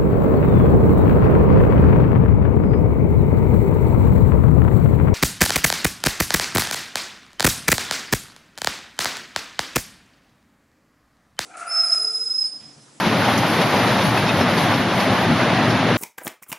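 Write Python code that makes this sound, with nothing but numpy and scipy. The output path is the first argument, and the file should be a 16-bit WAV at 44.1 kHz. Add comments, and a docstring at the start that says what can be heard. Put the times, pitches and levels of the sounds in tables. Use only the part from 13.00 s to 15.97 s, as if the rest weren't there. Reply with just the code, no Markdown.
"""A steam train rolls past just below microphones on a bridge, already close as the sound begins.
Wheels rumble and thud over rail joints, and the running gear and exhaust roar in beats and pops: shaped noise
and damped sines. Rods and couplings clank as noise bursts with beating partials, over fainter clatter.
Leaking steam, a bright noise, spits once early on, leans to the left and fades as the engine draws away.
The microphones drop the deep bass and have a notch near 8 kHz."""
import sys
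import numpy as np
from scipy import signal
from scipy.fft import rfft, irfft, next_fast_len
from scipy.io import wavfile
from scipy.ndimage import uniform_filter1d, map_coordinates

SR = 44100
rng = np.random.default_rng(int(sys.argv[2]) if len(sys.argv) > 2 else 0)


def volts_from_db(level):
    """Convert decibel levels to linear amplitude ratios."""
    exponent = np.asarray(level, float) / 20
    return 10 ** exponent


def digitize_waveform(pressure):
    """Quantize a signal to 16-bit integers and store it at the path in sys.argv[1].

    Rows of a 2-D input are taken as channels; values are limited to [-1, 1].
    """
    field = np.atleast_2d(pressure).T
    bounded = np.clip(field, -1, 1)
    quanta = np.round(bounded * 32767).astype(np.int16)
    wavfile.write(sys.argv[1], SR, quanta)


N = 130977
T = np.arange(N) / SR  # seconds


def unit(x):
    """Scaled to rms 1."""
    return x / np.sqrt(np.mean(x ** 2) + 1e-20)


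def along(points, hz):
    """(Hz, value) points joined on a log frequency axis."""
    point_hz, value = np.transpose(points)
    return np.interp(np.log(hz + 1), np.log(point_hz + 1), value)


def curves(rows):
    """One value per sample for each column after the time."""
    s, *columns = np.transpose(rows)
    return [np.interp(T, s, column) for column in columns]


def wobble(knots_per_s):
    """A smooth random curve through normally distributed knots."""
    return map_coordinates(rng.standard_normal(400), [T * knots_per_s])


def swells(rows, width_s):
    """The sum of bell-shaped envelopes, one for each (s, dB) row."""
    return sum(volts_from_db(db) * np.exp(-.5 * ((T - s) / width_s) ** 2) for s, db in rows)


def filtered(x, response):
    """x times a response of frequency."""
    m = next_fast_len(N + SR // 2)
    return irfft(rfft(x, m) * response(np.fft.rfftfreq(m, 1 / SR)), m)[..., :N]


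def coloured(colour):
    """Mono noise of rms 1 with the given spectrum."""
    return unit(filtered(rng.standard_normal(N), lambda hz: volts_from_db(along(colour, hz))))


# How alike a wide source is at the two microphones. Each row: frequency in Hz, left-right likeness from 0 to 1.
ALIKE = [(60, 1), (300, 1), (1000, 0.99), (2000, 0.94), (4000, 0.81), (7000, 0.36), (10000, 0.56),
         (12400, 0.77)]


def rush(colour, patchy_db, apart=1):
    """Stereo noise, its middle at rms 1, with patches of random gain in time and frequency."""
    spectrum = signal.stft(rng.standard_normal((2, N)), nperseg=512)[2]
    field = rng.standard_normal(spectrum.shape[1:])
    field = uniform_filter1d(uniform_filter1d(field, size=2, axis=0), size=5, axis=1)
    pair = signal.istft(spectrum * volts_from_db(patchy_db * unit(field)), nperseg=512)[1][:, :N]

    def mid_side(hz):
        angle = apart * np.arccos(np.clip(along(ALIKE, hz), -1, 1)) / 2
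        return volts_from_db(along(colour, hz)) * [np.cos(angle), np.sin(angle)]

    mid, side = filtered(pair, mid_side)
    return np.array([mid + side, mid - side]) / np.std(mid)


# Wheels rumbling on the rails. Each row: time in seconds, level in dB.
ROLL = [(0, -29), (.12, -23), (.85, -22), (1.05, -21.5), (1.5, -21), (1.7, -21), (2.0, -22.5), (2.4, -21.5),
        (2.97, -19.5)]
# Spectrum of the rumble ahead of the microphones. Each row: frequency in Hz, relative density in dB per Hz.
ROLL_COLOUR = [(20, -52), (55, -27), (80, -16), (115, 1.5), (140, -4.5), (180, 0.5), (250, -0.5),
               (330, -6.5), (450, -16.5), (800, -47)]
# Wheel thuds over rail joints. Each row: centre in seconds, level in dB.
THUDS = [(.38, -22), (.66, -28), (.92, -28), (1.09, -24.5), (1.23, -26), (1.4, -17.5), (1.5, -32),
         (1.76, -25), (1.96, -27.5), (2.09, -25), (2.25, -25), (2.42, -30), (2.7, -23.5), (2.9, -27)]
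# Spectrum of the thuds. Each row: frequency in Hz, relative density in dB per Hz.
THUD_COLOUR = [(30, -40), (65, -9), (110, 5.5), (170, 6), (260, -6.5), (450, -37.5)]


def wheels():
    """Low noise for the rumble of wheels and rails, with soft swells of bass noise at the joints."""
    level_db, = curves(ROLL)
    rumble = volts_from_db(level_db + 0.69 * wobble(18.0)) * rush(ROLL_COLOUR, patchy_db=0.3)
    thuds = swells(THUDS, width_s=0.024) * rush(THUD_COLOUR, patchy_db=2.5)
    return rumble + thuds


# Steady roar passing underneath. Each row: time in seconds, level in dB.
ROAR = [(0, -22), (.3, -21), (.9, -20), (1.25, -21.5), (1.6, -19.5), (1.85, -21.5), (2.1, -21), (2.5, -21),
        (2.97, -20.5)]
# Spectrum of the roar ahead of the microphones. Each row: frequency in Hz, relative density in dB per Hz.
ROAR_COLOUR = [(150, -28), (310, -3), (410, -6), (550, 0), (800, -1), (1200, -4), (2000, -6.5),
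               (3000, -11.5), (3600, -12), (5000, -19), (7000, -25.5), (10000, -32.5), (12500, -44)]
# Exhaust beats. Each row: centre in seconds, level in dB, swell width in seconds.
CHUFFS = [(.13, -25, 0.016), (.23, -23, 0.025), (.3, -18.5, 0.025), (.44, -27.5, 0.019), (.53, -24, 0.018),
          (.63, -23.5, 0.018), (.75, -22, 0.017), (.85, -25, 0.018), (.905, -21, 0.02), (1.02, -28, 0.016),
          (1.16, -21.5, 0.033), (1.29, -31, 0.014), (1.415, -23, 0.012), (1.49, -23, 0.015),
          (1.58, -28, 0.011), (1.72, -23.5, 0.017), (2.01, -23.5, 0.019), (2.14, -26, 0.018),
          (2.19, -23.5, 0.029), (2.235, -26, 0.013), (2.42, -25, 0.023), (2.5, -24.5, 0.022),
          (2.6, -35, 0.039), (2.72, -31, 0.029), (2.81, -32, 0.038), (2.9, -27, 0.025)]
# Spectrum of the beats. Each row: frequency in Hz, relative density in dB per Hz.
CHUFF_COLOUR = [(250, -41), (500, 0), (850, 2.5), (1300, -3), (2200, -8), (4000, -19.5), (7000, -33)]


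def roar():
    """Broad noise of running gear and draught, with rough exhaust beats and dull pops."""
    level_db, = curves(ROAR)
    steady = volts_from_db(level_db + 0.76 * wobble(22.07)) * rush(ROAR_COLOUR, patchy_db=1.35)
    beats = sum(swells([(s, db)], width_s) for s, db, width_s in CHUFFS)
    rough_beats = beats * volts_from_db(1.5 * wobble(80))
    return steady + rough_beats * rush(CHUFF_COLOUR, patchy_db=1.9) + pops()


# Dull pops inside the roar. Each row: start in seconds, level in dB before a common trim, pitch in Hz.
POPS = [(0.211, -15, 842), (0.304, -7, 580), (0.409, -11, 646), (0.434, 0, 840), (0.627, -8, 514),
        (0.741, -12, 845), (0.835, -13, 576), (0.967, 0, 824), (1.146, -4, 824), (1.389, -7, 713),
        (1.409, -8, 692), (1.49, -2.5, 615), (1.575, -6, 444), (2.015, -3, 795), (2.082, -8, 680),
        (2.137, -15, 923), (2.228, -10, 700), (2.623, -4, 861), (2.68, -1.5, 700), (2.828, -3, 740),
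        (2.867, -6, 490), (2.898, -13, 627)]
POP_CYCLES, POP_TRIM_DB = 2.9, -2  # cycles to fall 20 dB; trim of all pops


def pops():
    """Sines so heavily damped that each lasts only a few cycles."""
    out, t = np.zeros(N + SR), T[:SR // 20]
    for s, db, hz in POPS:
        decay = volts_from_db(db + POP_TRIM_DB - 20 * hz * t / POP_CYCLES)
        rise = 1 - np.exp(-2 * hz * t)
        out[round(s * SR):][:len(t)] += decay * rise * np.sin(2 * np.pi * hz * t)
    return out[:N]


# Hollow tone of the chimney. Each row: frequency in Hz, relative density in dB per Hz.
BLAST_COLOUR = [(600, -20), (780, -4), (860, 2.5), (960, -6.5), (1300, -6.5), (2500, -12.5), (4700, -16.5),
                (6500, -25.5), (9000, -50)]
BLAST_DB, BLAST_FADE_DB_PER_S, BLAST_GRAIN_DB = -27, 5, 1.8  # first level, fade, random flutter


def blast():
    """Chimney noise with a hollow tone and coarse hiss, sinking steadily as it recedes."""
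    level_db = BLAST_DB - BLAST_FADE_DB_PER_S * T + BLAST_GRAIN_DB * wobble(65)
    return volts_from_db(level_db) * rush(BLAST_COLOUR, patchy_db=1.5)


# Steel clanks of rods and couplings.
# Each row: start in seconds, knock level in dB, ring pitch at the start in Hz, level of the ring's middle partial in dB.
CLANKS = [(.056, -32, 3460, -34), (0.242, -18, 2520, -24), (.61, -17.5, 5290, -34), (.756, -20, 4900, -29),
          (0.873, -18, 5290, -33), (.982, -21, 3750, -28), (1.01, -20, 5290, -32), (1.17, -21, 2600, -23),
          (1.262, -34, 5290, -30), (1.279, -25, 2590, -20), (1.277, -30, 3720, -17),
          (1.406, -21, 5340, -24), (1.575, -19.5, 3300, -26), (1.735, -21, 5250, -33),
          (1.997, -18.5, 5290, -30), (2.09, -38, 5300, -33), (2.17, -26, 2960, -26),
          (2.396, -32, 2620, -28), (2.55, -35, 5240, -33), (2.7, -20.5, 5290, -34), (2.92, -36, 2810, -30)]
# Spectrum of the knocks. 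Each row: frequency in Hz, relative density in dB per Hz.
KNOCK_COLOUR = [(300, -37), (1000, -1), (2500, 2.5), (5000, -3), (9000, -16), (12000, -21)]
KNOCK_T60_S, RING_T60_S, RISE_S = .12, 0.096, 0.0075  # the rise serves both knock and ring
RING_BEAT = 0.007  # least spacing of a ring's three partials, share of pitch
RING_SAG_PER_S = 0.35  # share of pitch lost per second


def clanks():
    """Each clank: a dying burst of noise and a rough, sagging ring of three close partials."""
    knock, ring = np.zeros(N + SR), np.zeros(N + SR)
    t = T[:SR // 4]
    rise = 1 - np.exp(-t / RISE_S)
    bent = t * (1 - RING_SAG_PER_S * t / 2)  # time slowed so that the pitch falls
    for s, knock_db, hz, ring_db in CLANKS:
        partials = np.sin(2 * np.pi * hz * bent)
        for k in (-1, 1):
            side_hz = hz * (1 + k * RING_BEAT * rng.uniform(1.0, 1.6))
            partials = partials + 0.84 * np.sin(2 * np.pi * (side_hz * bent + rng.random()))
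        start = round(s * SR)
        knock[start:][:len(t)] += volts_from_db(knock_db - 60 * t / KNOCK_T60_S) * rise
        ring[start:][:len(t)] += volts_from_db(ring_db - 60 * t / RING_T60_S) * rise * partials
    return knock[:N] * rush(KNOCK_COLOUR, patchy_db=3.5) + ring[:N]


# Spectrum of the spit of steam. Each row: frequency in Hz, relative density in dB per Hz.
SPIT_COLOUR = [(3000, -30), (4800, -6), (5700, 4), (6800, 0), (8500, -17), (10800, -6), (12500, -20)]
SPIT_S, SPIT_DB, SPIT_RISE_S, SPIT_T60_S = .375, -20.5, .004, 0.072


def spit():
    """One short spit of steam: treble noise with a quick rise and decay."""
    t = np.clip(T - SPIT_S, 0, None)
    envelope = volts_from_db(SPIT_DB - 60 * t / SPIT_T60_S) * (1 - np.exp(-t / SPIT_RISE_S))
    return envelope * rush(SPIT_COLOUR, patchy_db=2.5)


# Leaking steam. Each row: time in seconds, level of its top band in dB, left over right in dB.
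STEAM = [(0.0, -35, 1.5), (0.02, -41, 1), (0.37, -38.5, 1.5), (0.39, -35, 4), (0.4, -38, 2.0),
         (0.45, -41.5, 3), (0.57, -34.5, 1), (0.59, -40, 5), (0.99, -41, 7), (1.06, -38, 8),
         (1.39, -45.5, 11), (1.42, -43, 7), (1.46, -47.5, 8), (1.64, -37.5, 8), (1.68, -44, 4),
         (1.75, -42.5, 8), (1.87, -48.5, 10), (2.04, -38, 6), (2.08, -50.5, 15), (2.25, -44, 10),
         (2.26, -51, 7), (2.35, -46, 11), (2.54, -50, 7), (2.78, -47, 4), (2.81, -54.5, 0.5),
         (2.97, -60.5, 1.0)]
# Spectrum of the hiss ahead of the microphones. Each row: frequency in Hz, relative density in dB per Hz.
STEAM_COLOUR = [(1500, -32), (3500, 8), (6000, 3), (9000, 3), (10800, 5.5), (11800, 0.5), (12600, 3),
                (14000, 1.5)]
STEAM_DB = 4  # whole hiss over its top band


def steam():
    """Fluttering bright noise whose direction drifts as the engine moves."""
    level_db, pan_db = curves(STEAM)
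    level_db = STEAM_DB + level_db + 0.86 * wobble(24.53)
    hiss = volts_from_db(level_db) * rush(STEAM_COLOUR, patchy_db=2.5, apart=0.77)
    return hiss * volts_from_db(np.array([pan_db, -pan_db]) / 2)


def clatter():
    """Short knocks of wheels and rods, and longer rings of loose steel parts, both as damped sines."""
    knocks = rings(420, centre_hz=1510, octaves=1.2, cycles=7.9, level_db=-32, spread_db=2.5)
    jingle = rings(500, centre_hz=2513, octaves=1.1, cycles=77, level_db=-37, spread_db=0.73)
    return knocks + jingle


def rings(count, centre_hz, octaves, cycles, level_db, spread_db):
    """Sines at random times and pitches that fall 20 dB in the given cycles; higher ones are weaker."""
    when = rng.random((count, 1))
    hz = np.clip(centre_hz * 2 ** (octaves * rng.standard_normal(when.shape)), 100, 12000)
    size = volts_from_db(level_db + spread_db * rng.exponential(size=when.shape)) * centre_hz / hz
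    k = np.arange(3000)  # samples since the start of each ring
    life = hz * k / SR / cycles
    envelope = 10 ** -life * (1 - np.exp(-life * 20))
    fade = np.hanning(2 * len(k))[len(k):]
    ring = size * np.sin(2 * np.pi * hz * k / SR) * envelope * fade
    return np.bincount(((when * N).astype(int) + k).ravel(), ring.ravel())[:N]


# Moments at which the stereo image widens. Each row: centre in seconds, side level in dB.
WIDENS = [(.065, -32), (.22, -31), (.455, -34), (.675, -30), (.8, -34), (.875, -28.5), (1.078, -28),
          (1.135, -37), (1.31, -33), (1.62, -32), (1.71, -30), (1.815, -31), (2.04, -30), (2.163, -31),
          (2.313, -32), (2.405, -34), (2.53, -35), (2.58, -37), (2.715, -35), (2.89, -33)]
# Spectrum of these puffs. Each row: frequency in Hz, relative density in dB per Hz.
WIDEN_COLOUR = [(60, -28), (150, -3), (300, -5), (500, -11), (1000, -5), (2000, -12), (4000, -19),
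                (8000, -50)]


def widening():
    """Brief low puffs of noise, of opposite sign in the two channels."""
    return swells(WIDENS, width_s=0.012) * coloured(WIDEN_COLOUR) * [[1], [-1]]


# Balance of the train at the two microphones. Each row: frequency in Hz, left over right in dB.
LEAN = [(60, 2), (400, 1.5), (1200, 1), (2500, 0), (7000, -1.5)]


def scene():
    """All sources; the low range of the train leans to the left."""
    train = wheels() + roar() + clanks() + clatter() + spit() + blast()
    leaning = filtered(train, lambda hz: volts_from_db(np.outer([.5, -.5], along(LEAN, hz))))
    return leaning + steam() + widening()


BASS_CUT_HZ, TOP_HZ = 23, 12750
NOTCH_HZ, NOTCH_WIDTH_HZ, CORE_WIDTH_HZ = 7860, 2600, 730


def microphone(hz):
    """Bass cut, a wide treble notch with a deep core, and band limit."""
    off = np.abs(NOTCH_HZ ** 2 - hz ** 2)
    wide = off / np.hypot(off, hz * NOTCH_WIDTH_HZ)
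    core = off / np.hypot(off, hz * CORE_WIDTH_HZ)
    bass_cut = hz ** 2 / (hz ** 2 + BASS_CUT_HZ ** 2)
    return wide * core * bass_cut * (hz < TOP_HZ)


EDGE_HZ = 12060  # lower edge of the gated band
GATE_DB, GATE_S = -53.6, .045  # threshold and averaging time


def gate(x):
    """Mutes the topmost band while its short-time power is faint."""
    top = filtered(x, lambda hz: hz > EDGE_HZ)
    span = round(GATE_S * SR)
    shut = uniform_filter1d(top.mean(axis=0) ** 2, span) < volts_from_db(2 * GATE_DB)
    return x - top * uniform_filter1d(shut.astype(float), span // 4)


def band_limit(x):
    """A steep low-pass at the top of the band."""
    return signal.sosfilt(signal.butter(12, 13710, fs=SR, output="sos"), x)


def record(dry):
    """Microphones, then the gate on the topmost band and the band limit."""
    heard = gate(filtered(dry, microphone))
    mix = filtered(heard, lambda hz: hz < TOP_HZ)
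    return band_limit(mix)


dry = scene()
out = record(dry)
digitize_waveform(out)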